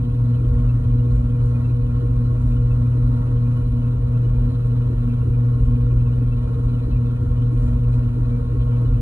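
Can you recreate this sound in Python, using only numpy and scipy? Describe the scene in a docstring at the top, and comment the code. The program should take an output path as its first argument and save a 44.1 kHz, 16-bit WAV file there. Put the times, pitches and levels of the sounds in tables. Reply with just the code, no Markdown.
"""The hum and buzz of an electric pottery wheel at throwing speed, close to the microphones, in a studio.
Rectified mains drives the hum and shakes the motor housing; the shaft whines, the brushes rasp and chirp.
The wheel head bumps and rumbles at two tight spots a turn, over a belt drone and dull knocks in the frame.
A wet sponge and fingers swish faintly on the turning clay.
Tones are sines in turn with the parts; the rest is stereo noise, coloured and swelled."""
import sys
import numpy as np
from scipy import signal
from scipy.fft import rfft, irfft, next_fast_len
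from scipy.io import wavfile
from scipy.ndimage import uniform_filter1d, map_coordinates

SR = 44100
rng = np.random.default_rng(int(sys.argv[2]) if len(sys.argv) > 2 else 0)


def master(y):
    """Save y as 16-bit WAV."""
    cut = np.clip(np.atleast_2d(y).T, -1, 1)
    pcm = np.round(cut * 32767)  # scale
    wavfile.write(sys.argv[1], SR, pcm.astype(np.int16))


N = 397341
TIME = np.arange(N) / SR
RECTIFIED_MAINS_HZ = 119.968
SHAFT_TURNS_PER_WHEEL_TURN, SHAFT_TURNS_PER_BELT_LAP = 12.6, 7.87
# motor shaft: t/s, speed/(turns per s), whine level/dB
SHAFT_RUN = [(0, 19.9, -54.5), (1.6, 19.9, -50.5), (2.3, 19.7, -51.5), (2.9, 20.1, -51), (3.6, 19.8, -50),
             (4, 19.2, -50), (4.35, 18.82, -48.5), (5, 19.08, -49), (6, 19.25, -47.5), (7, 19.33, -47.5),
             (7.7, 19.35, -50.5), (8.3, 19.2, -47), (9, 19.5, -49.5)]


def hum(waver_db=2.0, sway_cycles=0.013, low_waver_db=0.87, throb_waver_db=1.0, side_waver_db=3):
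    """Magnetic pull at twice the mains rate; multiple 1 swells with hands, wheel, belt; 2 throbs with wheel."""
    # motor hum: multiple of rectified mains, level/dB, left-right/dB, left lead/rad
    partials = [(1, -19.2, .6, 0), (2, -33.2, -.3, -.5), (3, -52.5, -5, -2.7), (4, -43.2, -5, -1.5),
                (5, -59.5, -8, -2.3), (6, -52.5, 0, 3.1), (7, -62.5, -1, 3), (8, -62, 0, -1),
                (9, -57.5, .8, -1.2), (12, -67, 2, -1.8)]
    # weaker tones beside it: f/Hz, level/dB, left-right/dB, left lead/rad
    side_tones = [(220, -56, -2.6, -.4), (260, -45, -1.8, -.6), (440, -58, -2.8, -1.3),
                  (500, -56.5, -3.9, -1.6), (540, -64, -3, -1.9)]
    # hands loading the motor: t/s, level added to multiple 1/dB
    load = [(0, -1), (.75, 2), (1.15, -0.3), (1.5, 1.2), (2.2, 0), (2.65, 1.4), (3.7, 0), (3.92, -0.5),
            (4.15, 1), (5.0, -0.6), (5.9, 2.5), (6.55, -1.2), (7.25, -1), (7.85, 1.5), (8.15, -1.6),
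            (9, -1)]
    (load_db,) = curves(load)
    wheel = wheel_turns()
    level_db = [db + waver_db * wobble(5.6) for _, db, _, _ in partials]

    level_db[0] = partials[0][1] + load_db + low_waver_db * wobble(9)
    level_db[0] += swing(wheel, depth_db=1.0, place=0.52)
    level_db[0] += swing(belt_laps(), depth_db=1.1, place=0.66)

    level_db[1] = partials[1][1] + throb_waver_db * wobble(12)
    level_db[1] += swing(wheel, depth_db=1.1, place=0.87)
    level_db[1] += swing(2 * wheel, depth_db=3.6, place=0.93)

    out = np.zeros((2, N))
    for (k, _, pan_db, lead), db in zip(partials, level_db):
        cycles = k * RECTIFIED_MAINS_HZ * TIME + sway_cycles * wobble(8)
        out += amp(db) * tone(cycles, pan_db, lead)
    for hz, db, pan_db, lead in side_tones:
        cycles = hz * TIME + 0.019 * wobble(5)
        out += amp(db + side_waver_db * wobble(5.0)) * tone(cycles, pan_db, lead)
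    return out


def wheel_head(lumpy_db=2.0):
    """The loaded head bumps at tight spots, then rocks and shakes the frame; dull knocks add to the shaking."""
    # slow rumble level: t/s, level added/dB
    rumble_level = [(0, 2), (.25, -4), (.55, 2), (1.15, 1), (1.75, -3.5), (2.5, 2.5), (3.05, -2.5),
                    (3.5, -2.5), (4.35, 1), (5, -3.5), (5.7, 0.5), (7.1, -2.5), (7.6, 2.5), (8.2, -1.5),
                    (9, 1.5)]
    # dull frame knocks: t/s, level/dB
    knock_list = [(0.551, -24), (.83, -22.5), (5.28, -25.5), (5.69, -25), (7.26, -21.5), (8.96, -23)]
    # spectra of rumble, frame, bumps: f/Hz, relative density/dB
    rumble_spectrum = [(18, -30), (30, -36.5), (35, -15), (43, -1), (48, -9.5), (57, -4), (64, -16.5),
                       (90, -44), (200, -92.5)]
    frame_spectrum = [(45, -44.5), (66, -9.5), (82, 6.5), (95, -2), (110, 2), (135, -7.5), (180, -26.5),
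                      (400, -75)]
    bump_spectrum = [(150, -32.5), (240, -3), (290, 4.5), (350, -5.5), (410, -5.5), (480, -20),
                     (800, -55.5)]
    rumble_db, frame_db, frame_jolt_db = -27.5, -30, -13  # two floors; frame's part of each jolt
    bumps, jolts = tight_spots()
    laps = belt_laps()
    (level_db,) = curves(rumble_level)

    swell_db = level_db + swing(laps, depth_db=0.62, place=0.93) + lumpy_db * wobble(9.5)
    rocking = amp(swell_db) * np.hypot(amp(rumble_db), jolts)
    shaking = np.hypot(amp(frame_db), amp(frame_jolt_db) * jolts)
    shaking *= amp(swing(laps, depth_db=2.5, place=0.16))
    knocks = sum(amp(db) * burst(s, length_s=0.15) for s, db in knock_list)

    rumble = rocking * steadied(rush(colour(rumble_spectrum)), span_s=0.1)
    frame = np.hypot(shaking, knocks) * steadied(rush(colour(frame_spectrum)), span_s=0.15)
    soft_bumps = bumps * steadied(rush(colour(bump_spectrum)), span_s=0.057)
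    return rumble + frame + soft_bumps


def tight_spots():
    """Each pass of a tight spot gives a short bump, then a jolt that dies away: the two envelopes."""
    # place in the wheel turn/(0-1), mean bump level/dB, jolt scale/dB, jolt decay to 1/e/s
    spots = [(.225, -37, -18.5, 0.091), (0.683, -36.5, -18, .22)]
    bump_s, bump_scatter_db = 0.06, 2.5
    jolt_lag_s, jolt_rise_s = 0.0055, 0.027
    wheel, bumps, jolts = wheel_turns(), np.zeros(N), np.zeros(N)
    for place, bump_db, jolt_db, decay_s in spots:
        for s in np.interp(np.arange(place, wheel[-1]), wheel, TIME):
            age_s = np.maximum(TIME - s - jolt_lag_s, 0)
            rise = 1 - np.exp(-(age_s / jolt_rise_s) ** 2)
            bumps += amp(bump_db + bump_scatter_db * rng.standard_normal()) * burst(s, bump_s)
            jolts += amp(jolt_db) * rise * np.exp(-age_s / decay_s)
    return bumps, jolts


def belt():
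    """The drive belt drones as coloured noise, swelling slightly once a shaft turn."""
    # belt spectrum: f/Hz, relative density/dB
    spectrum = [(100, -18.5), (135, -1.5), (153, 6), (166, 1), (205, -7), (255, 5.5), (280, 1), (315, -16),
                (350, -9), (410, -15), (800, -61.5)]
    return amp(-35.5 + swing(shaft_turns(), depth_db=0.8, place=0)) * rush(colour(spectrum))


def motor():
    """Housing and brushes swell together, once a turn of the slightly uneven shaft."""
    shaft = np.cos(2 * np.pi * (shaft_turns() + 0.055 * wobble(6.6)))
    return housing(shaft) + brushes(shaft)


def housing(shaft):
    """Current pulses and the turning shaft shake the housing, which rings at its resonances."""
    # housing resonances: f/Hz, width/Hz, relative level/dB
    modes = [(470, 23, -3.5), (561, 23, -11.5), (635.6, 28, -10), (850, 12, -20.5), (908, 6.3, -10),
             (949, 29, -14.5), (1095, 20, -9.5), (1250, 94, -19), (1368, 69, -15), (1520, 34, -27),
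             (1853, 69, -26.5)]
    current = np.cos(2 * np.pi * RECTIFIED_MAINS_HZ * TIME)
    shake = amp(0.52 * current + 1.1 * shaft + 1.4 * wobble(7.3))
    level_db = -45.5 + swing(2 * wheel_turns(), depth_db=0.17, place=0)
    return amp(level_db) * unit(shake * rush(resonances(modes), lean=0.55))


def brushes(shaft):
    """Brushes rasp in their holders and hiss, strongest once a shaft turn; the wheel presses and eases the rasp."""
    # brush holder resonances: f/Hz, width/Hz, relative level/dB
    holders = [(2340, 130, -8.5), (2436, 35, -.5), (2624, 26, -5.5), (2648, 37, 0), (2850, 50, -9),
               (2960, 50, -8), (3180, 90, -5), (3600, 100, -13), (3790, 90, -14), (4130, 120, -11)]
    # hiss spectrum: f/Hz, relative density/dB
    hiss_spectrum = [(300, -9), (2000, 0.5), (3400, 0.5), (4150, 4), (4900, -8), (6500, -11.5), (8000, -14),
                     (9700, -5.5), (11100, 1), (11500, -6)]
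    wheel_db = swing(2 * wheel_turns(), depth_db=0.79, place=0.01)
    rasp = np.zeros((2, N))
    for hz, width_hz, db in holders:
        catch_db = 5.0 * wobble(35)  # each holder catches on its own
        ring = np.sqrt(width_hz) * rush(resonances([(hz, width_hz, 0)]), lean=0.3)
        rasp += amp(db + 2 * shaft + wheel_db + catch_db) * ring
    hiss = amp(0.62 * shaft + 0.5 * wobble(4)) * rush(colour(hiss_spectrum), lean=0.2)
    return amp(-60.5) * shell(rasp, share=0.57, t60_s=0.021) + amp(-62.0) * shell(hiss, share=0.93, t60_s=0.1)


def whine(flutter_db=5.0):
    """Armature slots pass the magnets; tones sag as hands brake the wheel and slide over casing resonances."""
    # casing radiation of the overtones: f/Hz, level re whine level/dB
    casing = [(930, -17), (1400, -19), (1850, -22.5), (2320, -26), (2800, -32.5), (3200, -26), (3330, -34),
              (3750, -35), (4170, -35), (4630, -41), (4800, -46)]
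    slots = 24
    speed, level_db = curves(SHAFT_RUN)
    passes = slots * shaft_turns() + 0.014 * wobble(20)
    out = amp(1.0 + 1.5 * wobble(7.3)) * tone(passes, pan_db=-6, lead=-1.1)
    for k in range(2, 11):
        overtone_db = along(casing, k * slots * speed) + flutter_db * wobble(12)
        out += amp(overtone_db) * tone(k * passes, pan_db=1.5, lead=-1.96)
    return amp(level_db) * out


def chirps(length_s=0.027, count=26):
    """A brush sticks and sings briefly near a mode of its holder; fainter chirps fall at random."""
    # loudest chirps of brushes on commutator: t/s, level/dB, f/Hz
    loud = [(0.7, -51, 2650), (1.56, -52.5, 2450), (1.658, -52, 2660), (2.72, -52, 2630),
            (6.07, -57.5, 2615), (6.33, -51, 2645), (6.94, -54, 2631), (7.68, -58, 2420),
            (7.94, -54.5, 2470)]
    faint = [(rng.uniform(0, N / SR), rng.normal(-61, 2.5), rng.normal(2600, 90)) for _ in range(count)]
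    out = np.zeros((2, N))
    for s, db, hz in list(loud) + faint:
        out += amp(db) * burst(s, length_s) * tone(hz * TIME, pan_db=0.5, lead=-2.1)
    return out


def clay(grain_db=1.0):
    """Wet clay slides under sponge and fingers in soft, finely grained swishes."""
    # strokes: t/s, length/s, level before a 6 dB lift/dB
    strokes = [(1.163, 0.15, -68.5), (1.47, .1, -67.5), (2.162, .012, -69.5), (2.489, .24, -70),
               (3.556, .45, -76.5), (4.667, .06, -70), (5.641, 0.089, -70.5), (6.167, .08, -73.5),
               (6.645, .07, -73), (7.641, .18, -66.5), (7.949, 0.068, -68)]
    # clay spectrum: f/Hz, relative density/dB
    spectrum = [(500, -33.5), (2000, 5.5), (4000, 0), (7000, 0.5), (10000, -1), (11500, -3.5)]
    pressure = sum(amp(db + 6) * burst(s, length_s) for s, length_s, db in strokes)
    return pressure * unit(amp(grain_db * wobble(290)) * rush(colour(spectrum), lean=0.1))


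def shaft_turns():
    """Turns of the motor shaft so far."""
    return np.cumsum(curves(SHAFT_RUN)[0]) / SR


def wheel_turns():
    """Turns of the wheel head so far."""
    return shaft_turns() / SHAFT_TURNS_PER_WHEEL_TURN


def belt_laps():
    """Laps of the drive belt so far."""
    return shaft_turns() / SHAFT_TURNS_PER_BELT_LAP


def swing(cycles, depth_db, place):
    """Level in dB that rises and falls by depth_db once a cycle, peaking at place (0-1)."""
    return depth_db * np.cos(2 * np.pi * (cycles - place))


def amp(db):
    """Decibels to gain."""
    return 10 ** (np.asarray(db) / 20)


def unit(x):
    """Scale to rms 1."""
    return x / np.sqrt(np.mean(x ** 2) + 1e-20)


def along(points, hz):
    """(Hz, value) points read on a log frequency axis."""
    f, v = np.transpose(points)
    return np.interp(np.log(hz + 1), np.log(f + 1), v)


def curves(rows):
    """One value per sample for each column after the time."""
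    s, *cols = np.transpose(rows)
    return [np.interp(TIME, s, c) for c in cols]


def wobble(rate_hz):
    """Smooth random curve through rate_hz normal knots a second."""
    knots = rng.standard_normal(int(N * rate_hz / SR) + 4)
    return map_coordinates(knots, [TIME * rate_hz])


def burst(s, length_s):
    """Smooth swell of height 1 around time s, length_s wide at 1/e."""
    return np.exp(-np.minimum((2 * (TIME - s) / length_s) ** 2, 50))


def tone(cycles, pan_db, lead):
    """Sine of rms 1 at the two ports: left-right level in dB, left lead in radians."""
    ear = np.array([[0.5], [-0.5]])
    return unit(amp(ear * pan_db) * np.sin(2 * np.pi * (cycles + rng.random()) + ear * lead))


def filtered(x, response):
    """x times a response of frequency."""
    m = next_fast_len(N + SR // 2)
    return irfft(rfft(x, m) * response(np.fft.rfftfreq(m, 1 / SR)), m)[..., :N]


def colour(points):
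    """Response of a short spectrum."""
    return lambda hz: amp(along(points, hz))


def resonances(modes):
    """Response of overlapping resonances, added in power."""
    def power(hz, centre, width, db):
        damping = (hz * width) ** 2
        return amp(2 * db) * damping / ((centre ** 2 - hz ** 2) ** 2 + damping)
    return lambda hz: np.sqrt(sum(power(hz, *mode) for mode in modes))


def rush(response, lean=0.5):
    """Stereo noise of rms 1; the share (lean) straight from the motor reaches the right port first."""
    # stereo width: f/Hz, side-mid/dB
    width = [(60, -31), (160, -25), (250, -10.5), (410, -5.5), (650, -3), (1050, -1), (1700, 0),
             (2740, 5.5), (4900, 9), (6500, 1), (8500, -7.5), (11000, -0.5)]
    a, b = rng.standard_normal((2, N))
    gradient = filtered(a, lambda hz: -1j * lean) + np.sqrt(1 - lean ** 2) * b

    def mid_side(hz):
        angle = np.arctan(amp(along(width, hz)))
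        return response(hz) * [np.cos(angle), np.sin(angle)]
    mid, side = filtered(np.array([a, gradient]), mid_side)
    return unit(np.array([mid + side, mid - side]))


def steadied(x, span_s):
    """Even out the swells of a noise that last longer than span_s."""
    power = uniform_filter1d(np.mean(x ** 2, axis=0), max(1, int(span_s * SR)))
    return unit(x / np.sqrt(np.abs(power) + 1e-6))


def shell(x, share, t60_s):
    """Dense small modes of the casing put a fine fixed grain on a spectrum; rms 1."""
    t = np.arange(SR // 10) / SR
    ring = rng.standard_normal(len(t)) * amp(-60 * t / t60_s)
    rung = signal.fftconvolve(x, [ring / np.linalg.norm(ring)], axes=1)[:, :N]
    return unit(np.sqrt(1 - share) * x + np.sqrt(share) * rung)


def scene():
    """Motor, wheel and clay, all within arm's reach."""
    return hum() + wheel_head() + belt() + motor() + whine() + chirps() + clay()


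def record(dry):
    """Nothing is kept above the band limit."""
    top_hz = 11500
    return filtered(dry, lambda hz: hz < top_hz)


dry = scene()
out = record(dry)
master(out)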